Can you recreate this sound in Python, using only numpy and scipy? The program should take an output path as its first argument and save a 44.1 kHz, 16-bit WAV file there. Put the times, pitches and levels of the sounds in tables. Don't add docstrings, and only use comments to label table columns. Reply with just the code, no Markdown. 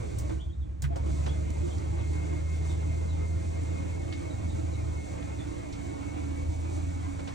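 import sys
import numpy as np
from scipy import signal
from scipy.fft import rfft, irfft
from scipy.io import wavfile
from scipy.ndimage import uniform_filter1d

SR = 44100
rng = np.random.default_rng(int(sys.argv[2]) if len(sys.argv) > 2 else 0)


def store_pcm(level_fs):
    pcm = np.round(np.clip(level_fs, -1, 1) * 32767).astype(np.int16)
    wavfile.write(sys.argv[1], SR, np.atleast_2d(pcm).T)


N = 323694
TIME = np.arange(N) / SR
BINS_HZ = np.fft.rfftfreq(N, 1 / SR)
STOP_S, COAST_S, RESTART_S, SPIN_UP_S = 0.32, 0.16, 0.772, 0.23


def amp(db):
    return 10 ** (np.asarray(db) / 20)


def unit_rms(x):
    return x / np.sqrt(np.mean(abs(x) ** 2) + 1e-20)


def curve(rows):
    return np.interp(TIME, *np.transpose(rows))


def spectrum(rows):
    hz, value = np.transpose(rows)
    return np.interp(np.log(BINS_HZ + 1), np.log(hz + 1), value)


def swells(rows):
    return sum(db * np.exp(-(2 * (TIME - centre_s) / length_s) ** 4) for centre_s, length_s, db in rows)


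def halted(lag_s=0):
    stopping = np.tanh(np.maximum(TIME - STOP_S, 0) / COAST_S)
    starting = np.clip((TIME - RESTART_S - lag_s) / SPIN_UP_S, 0, 1)
    return stopping * (1 - starting)


def add(mix, start_s, sound):
    part = mix[..., round(start_s * SR):][..., :sound.shape[-1]]
    part += sound[..., :part.shape[-1]]


def wander(rate_hz):
    return unit_rms(irfft(rfft(rng.standard_normal(N)) * np.exp(-(BINS_HZ / rate_hz) ** 2), N))


def coloured(white, density_db):
    return irfft(rfft(white) * amp(density_db) * np.sqrt(SR / 2), N)


def tone(hz, rough, flutter_hz, echo=0):
    flutter = np.array([wander(flutter_hz) + 1j * wander(flutter_hz) for _ in range(2)]) / np.sqrt(2)
    carrier = np.exp(2j * np.pi * (np.cumsum(hz) / SR + rng.random()))
    steady = np.array([[1], [1j * echo]])
    return np.sqrt(2) * (carrier * (np.sqrt(1 - rough ** 2) * steady + rough * flutter)).real


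def glides(rows, warble_depth, warble_hz):
    out = np.zeros(N)
    warble = 1 + warble_depth * wander(warble_hz)
    flicker = unit_rms(amp(wander(90)))
    for start_s, length_s, start_hz, end_hz, db in rows:
        count = round(length_s * SR)
        hz = np.geomspace(start_hz, end_hz, count) * warble[round(start_s * SR):][:count]
        envelope = amp(db) * np.sqrt(2) * signal.windows.tukey(count, 0.5)
        add(out, start_s, envelope * np.sin(2 * np.pi * np.cumsum(hz) / SR))
    return out * flicker


def cabin(x, t60_s, wet_db):
    t = np.arange(SR // 2) / SR
    response = rng.standard_normal((2, len(t))) * amp(-60 * t / t60_s)
    response *= amp(wet_db) / np.linalg.norm(response[0])
    response[0, 0] += 1
    return signal.fftconvolve(x[None], response, axes=1)[:, :N] / np.sqrt(1 + amp(wet_db) ** 2)


def strike(db, hz, octaves, t60_s, snap=0.55):
    t = np.arange(SR // 2) / SR
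    bins_hz = np.fft.rfftfreq(len(t), 1 / SR)
    notch_db = -40 * np.exp(-((bins_hz - 11700) / 1200) ** 2)
    band = amp(notch_db - 6 * (np.log2((bins_hz + 1) / hz) / octaves) ** 2)
    ring = unit_rms(irfft(rfft(rng.standard_normal((2, len(t)))) * band, len(t)))
    onset = 1 - np.exp(-t * hz / 3)
    crack = 1 + snap * np.exp(-t / 0.0025)
    wavefront = np.roll(irfft(band, len(t)), SR // 3000)
    direct = snap * amp(5.5) * wavefront / wavefront.max()
    return amp(db - 60 * t / t60_s) * (onset * crack * ring + direct)


# freq_hz, density_db
RUMBLE_SPECTRUM = [(10, -118), (22, -92.5), (32, -79.5), (52, -56.5), (72, -62), (100, -61), (130, -69.5),
                   (170, -69), (250, -81), (800, -101.5), (2000, -108), (16000, -135)]

def rumble():
    return coloured(rng.standard_normal((2, N)), spectrum(RUMBLE_SPECTRUM))


# start_s, length_s, start_hz, end_hz, gain_db
CHIRPS = [(0.38, 0.038, 2730, 3450, -55), (0.402, 0.023, 3410, 3520, -49.5),
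          (0.485, 0.023, 3150, 3350, -59), (.515, 0.027, 3770, 3560, -61), (0.6, 0.036, 3800, 3250, -61.5),
          (1.277, 0.032, 3240, 3520, -48.5), (1.695, 0.034, 3750, 3050, -53.5),
          (1.975, 0.045, 4230, 3000, -55), (2.525, .04, 3300, 3650, -58.5),
          (2.69, 0.026, 3690, 3500, -50.5), (3.08, 0.05, 4250, 3500, -55.5), (4.29, 0.04, 4120, 3550, -55),
          (4.485, 0.027, 3600, 3850, -52), (4.715, 0.04, 4200, 3700, -58), (5.38, 0.031, 3570, 3525, -49)]

def chirps():
    return amp(-1.5) * cabin(glides(CHIRPS, warble_depth=0.02, warble_hz=450), t60_s=0.18, wet_db=8)


# time_s, pitch_hz, level_db
PANEL_DRONE = [(0, 275, -80.5), (3.401, 278.8, -53.5), (4.3, 275.9, -45), (5, 286, -47), (5.6, 283, -46.5),
               (5.85, 281.7, -42), (6.35, 281.7, -39), (6.55, 278.5, -44), (7.34, 278, -41)]

def panel():
    time_s, hz, db = np.transpose(PANEL_DRONE)
    return amp(np.interp(TIME, time_s, db)) * tone(np.interp(TIME, time_s, hz), rough=0.5, flutter_hz=24)


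# start_s, thud_db, rattle_db
KNOCKS = [(.296, -34, -53), (0.822, -40.5, -50), (.958, -32.5, -51), (1.263, -29, -42.5),
          (7.192, -34.5, -49), (7.275, -32.5, -42.5)]
# start_s, level_db, centre_hz, t60_s, snap
CLICKS = [(0.186, -42, 8800, 0.15, 0.72), (.297, -45, 900, .07, 1), (0.821, -41, 8600, 0.14, 1.5),
          (0.840, -39, 1640, 0.095, .6), (.851, -47, 1490, 0.11, 1.5), (0.959, -52, 6500, 0.21, .7),
          (1.504, -50.5, 6500, 0.043, 2), (1.781, -51, 5000, 0.08, .8), (4.124, -43, 2630, 0.16, 0.19),
          (5.225, -45, 2150, 0.039, .2), (5.725, -48, 3900, 0.13, .1)]

def knocks():
    out = np.zeros((2, N))
    for start_s, thud_db, rattle_db in KNOCKS:
        add(out, start_s, strike(thud_db, hz=412, octaves=1.09, t60_s=0.14))
        add(out, start_s, strike(rattle_db, hz=2210, octaves=1.1, t60_s=0.14))
    for start_s, db, hz, t60_s, snap in CLICKS:
        add(out, start_s, strike(db, hz, octaves=0.88, t60_s=t60_s, snap=snap))
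    return out


# start_s, level_db, pitch_hz, t60_s
BOOMS = [(.305, -26, 322, 0.19), (.834, -19, 140, 0.23), (.955, -29, 534, 0.098), (1.632, -23.5, 349, 0.27),
         (4.092, -37, 215, .12), (6.164, -28, 291, .12)]

def booms(rise_s=0.0073):
    out = np.zeros((2, N))
    t = np.arange(SR // 2) / SR
    for start_s, db, hz, t60_s in BOOMS:
        phase = 2 * np.pi * hz * t
        envelope = amp(db - 60 * t / t60_s) * (1 - np.exp(-t / rise_s))
        add(out, start_s, envelope * np.array([np.sin(phase), np.cos(phase)]))
    return out


# freq_hz, density_db
SEAL_SPECTRUM = [(500, -110), (2000, -113), (3600, -97), (4400, -96), (5200, -99), (6300, -93), (8400, -93),
                 (9500, -99), (10600, -119), (12000, -128), (13500, -114), (15300, -105), (16200, -120)]
# centre_s, length_s, gain_db
SEAL_DRAGS = [(1.19, 0.25, 3.5), (1.7, 0.14, 2), (2.69, 0.11, 4.5), (3.72, 0.63, 1), (6.75, .07, 3)]

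def seals():
    grain_db = 0.29 * wander(400) + 0.67 * wander(11)
    pause_db = -17.5 * halted(lag_s=0.095)
    hiss = coloured(rng.standard_normal((2, N)), spectrum(SEAL_SPECTRUM))
    return hiss * amp(pause_db + grain_db + swells(SEAL_DRAGS))


def floor_patches(x, depth_db):
    hz, t, frames = signal.stft(x, SR, nperseg=2048, noverlap=1536)
    patches = rng.standard_normal((len(t), len(hz))).T
    patches = unit_rms(uniform_filter1d(uniform_filter1d(patches, size=3, axis=0), size=7, axis=1))
    floor_band = 1 / (1 + (hz[:, None] / 166) ** 4)
    box_band = np.exp(-((hz[:, None] - 402) / 150) ** 2)
    floor_db = 5 - 1.5 * t
    box_db = 2 - 3.5 * np.maximum(t - 5.93, 0)
    frames *= amp(depth_db * patches * (1 - floor_band) + floor_db * floor_band + box_db * box_band)
    return signal.istft(frames, SR, nperseg=2048, noverlap=1536)[1][:, :N]


# freq_hz, density_db
ROLLER_SPECTRUM = [(40, -75), (100, -60), (140, -71.5), (190, -70.5), (260, -75.5), (400, -75),
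                   (620, -79.5), (1000, -83.5), (1400, -91), (1750, -95), (2300, -92), (2900, -97.5),
                   (5000, -110), (10000, -135)]
# centre_hz, width_hz, lift_db
BOX_MODES = [(299.6, 22, 10), (337.6, 13.7, 10), (427, 45, 0.5), (517, 26, 2), (617, 77, 2.5), (653, 13, 6),
             (1100, 17, 4)]

def rollers(jolts_per_s=120):
    lift_db = sum(db / (1 + (2 * (BINS_HZ - hz) / width_hz) ** 2) for hz, width_hz, db in BOX_MODES)
    jolts = rng.uniform(-0.96, 1, N) * (rng.random(N) < jolts_per_s / SR)
    jolts = unit_rms(cabin(jolts, t60_s=0.06, wet_db=18))
    contact = unit_rms(rng.standard_normal((2, N)) + amp(-9.5) * jolts)
    rolling = coloured(floor_patches(contact, depth_db=3), spectrum(ROLLER_SPECTRUM) + lift_db)
    judder_db = 1.07 * wander(11)
    return rolling * amp(3 - 15 * halted() + judder_db)


# start_s, length_s, start_hz, end_hz, gain_db
GROANS = [(0.895, 0.051, 638, 750, -39.5), (.957, 0.019, 647, 724, -37), (0.972, 0.022, 832, 960, -46)]

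def groans():
    return cabin(glides(GROANS, warble_depth=0.07, warble_hz=220), t60_s=0.12, wet_db=-5)


# time_s, pitch_hz
WHINE_PITCH = [(0, 2133), (1, 2193), (1.35, 2113), (2, 2148), (2.6, 2140), (3.2, 2110), (4.1, 2170),
               (5, 2161), (5.45, 2127), (5.75, 2172), (6.5, 2232), (7.34, 2179)]
# time_s, level_db
WHINE_LEVEL = [(0, -65), (1.1, -65), (1.4, -62.5), (2.3, -64.5), (3.3, -60.5), (4.6, -64.5), (5.45, -67.5),
               (5.75, -60.5), (6.3, -62.5), (6.65, -64), (7, -63), (7.34, -59)]
# centre_s, length_s, gain_db
WHINE_FLARES = [(2.015, 0.15, 9), (2.185, .14, 11), (2.34, 0.15, 8), (2.51, 0.11, 8.5), (2.69, .13, 5.5),
                (2.93, 0.066, 6.5), (3.25, 0.107, 3), (3.56, 0.11, 4), (3.735, 0.14, 7), (3.92, 0.088, 9.5),
                (4.01, 0.054, 5), (4.14, .13, 9), (4.27, 0.052, 9), (4.445, 0.055, 9), (4.775, .06, 8),
                (4.97, 0.11, 9.5), (5.08, .11, 8), (5.205, 0.073, 7.5), (5.32, 0.12, 7.5),
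                (5.57, 0.17, 3.5), (5.92, 0.14, 4), (6.08, 0.091, 7), (6.25, .1, 4.5), (6.4, .1, 7)]
# shaft_order, gain_db
MESH_ORDERS = [(18, -17), (20, 3), (24, -8)]
# shaft_order, level_db, slope_db_per_s
FRAME_ORDERS = [(1, -48, -0.2), (3, -59.5, 0.06), (6, -69, 1.26)]
# time_s, gain_db
FRAME_GAIN = [(0, 6.5), (1, 3), (3.7, 2.5), (4.1, 4.5), (4.8, 12.5), (5.1, -1), (7.34, 2)]

def motor(whine_order=20):
    jitter = 1 + 0.00212 * wander(11.37) + 0.003 * wander(45)
    shaft_hz = curve(WHINE_PITCH) / whine_order * jitter
    mesh = sum(amp(db) * tone(order * shaft_hz, rough=0.38, flutter_hz=42, echo=-0.3)
               for order, db in MESH_ORDERS)
    frame = sum(amp(db + slope * TIME) * tone(order * shaft_hz, rough=0.48, flutter_hz=22.6)
                for order, db, slope in FRAME_ORDERS)
    mesh_db = curve(WHINE_LEVEL) + swells(WHINE_FLARES) - 40 * halted()
    frame_db = curve(FRAME_GAIN) - 15 * halted()
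    return amp(mesh_db) * mesh + amp(frame_db) * frame


# time_s, pitch_hz
HUM_PITCH = [(0, 70.43), (.7, 69.5), (1.7, 76.41), (4.2, 83.98), (5.45, 74.5), (7, 84.22)]
# time_s, level_db
HUM_LEVEL = [(0, -43), (.25, -33), (.77, -32.5), (.87, -28.5), (1.25, -27.5), (1.85, -31), (2.6, -29),
             (3.1, -27), (3.6, -31), (4.25, -38.5), (4.5, -32), (4.95, -31.5), (5.1, -40.5), (5.7, -43.5),
             (6.1, -38), (6.5, -32), (7, -31), (7.25, -44.5)]
# centre_s, length_s, gain_db
HUM_SWELLS = [(.36, .06, 4.5), (.61, .07, 4), (.98, .035, -21), (4.46, .06, 4.5), (5.32, 0.059, 7),
              (6.49, .055, 5.5)]
# harmonic, gain_db
HUM_HARMONICS = [(1, -1), (2, -10.5), (3, -21), (4, -29), (6, -33), (8, -25.5)]

def hum(pulse_hz=9.8, first_dip_s=0.428, throb_period_s=0.118):
    hz = curve(HUM_PITCH)
    level_db = curve(HUM_LEVEL) + swells(HUM_SWELLS)
    overtone_db = -17.5 * halted() - 2 * TIME
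    standing = uniform_filter1d(((TIME > STOP_S) & (TIME < RESTART_S)) * 1.0, size=SR // 20)
    throb_db = -14 * standing * np.cos(np.pi * (TIME - first_dip_s) / throb_period_s) ** 4
    pulse_cycles = np.cumsum(pulse_hz * (1 + 0.16 * wander(2.48))) / SR
    pulse_db = (1 - standing) * np.sin(2 * np.pi * pulse_cycles)
    (_, fundamental_db), *overtones = HUM_HARMONICS
    out = amp(fundamental_db) * tone(hz, rough=0.09, flutter_hz=34)
    for harmonic, db in overtones:
        out += amp(db + overtone_db) * tone(harmonic * hz, rough=0.25, flutter_hz=8)
    return amp(level_db + throb_db + pulse_db) * out


# freq_hz, coherence
COHERENCE = [(30, .4), (55, .5), (70, .92), (86, .92), (105, .66), (150, .72), (330, .87), (550, .72),
             (1100, .68), (1450, .35), (2400, .38), (4000, .66), (5000, .48), (5500, .86), (15000, .86)]
# freq_hz, left_minus_right_db
BALANCE = [(35, 3), (62, -2), (99, -1), (160, -4.5), (270, -11.5), (450, -0.5), (740, -3), (1220, 0),
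           (2010, -0.5), (3330, -0.5), (5500, 0.0), (9080, 0), (15000, -4.5)]
# freq_hz, left_lead_rad
PHASE_LEAD = [(0, 0), (430, -3.2), (1210, -3.7), (1640, -5.9), (1950, -6.3), (2840, -3.9), (3650, -5.9),
              (4800, -5.6), (5300, -6.4), (9300, -8.6), (10000, -9), (15000, -10.3)]

def stereo(paths):
    common, side = rfft(paths)
    coherence = np.clip(spectrum(COHERENCE), 0, 1)
    delay = np.exp(-1j * np.interp(BINS_HZ, *np.transpose(PHASE_LEAD)))
    balance = amp(spectrum(BALANCE))
    left = common * balance
    right = (coherence * common + np.sqrt(1 - coherence ** 2) * side) * delay
    return irfft(np.array([left, right]) * np.sqrt(2 / (1 + balance ** 2)), N)


def scene():
    drive = hum() + motor() + groans()
    room = panel() + rollers() + seals() + knocks() + booms()
    return stereo(drive + room + chirps() + rumble())


def record(dry):
    lowpass = signal.firwin(511, 16000, window=("kaiser", 9), fs=SR)
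    return signal.oaconvolve(dry, lowpass[None], "same")


dry = scene()
out = record(dry)
store_pcm(out)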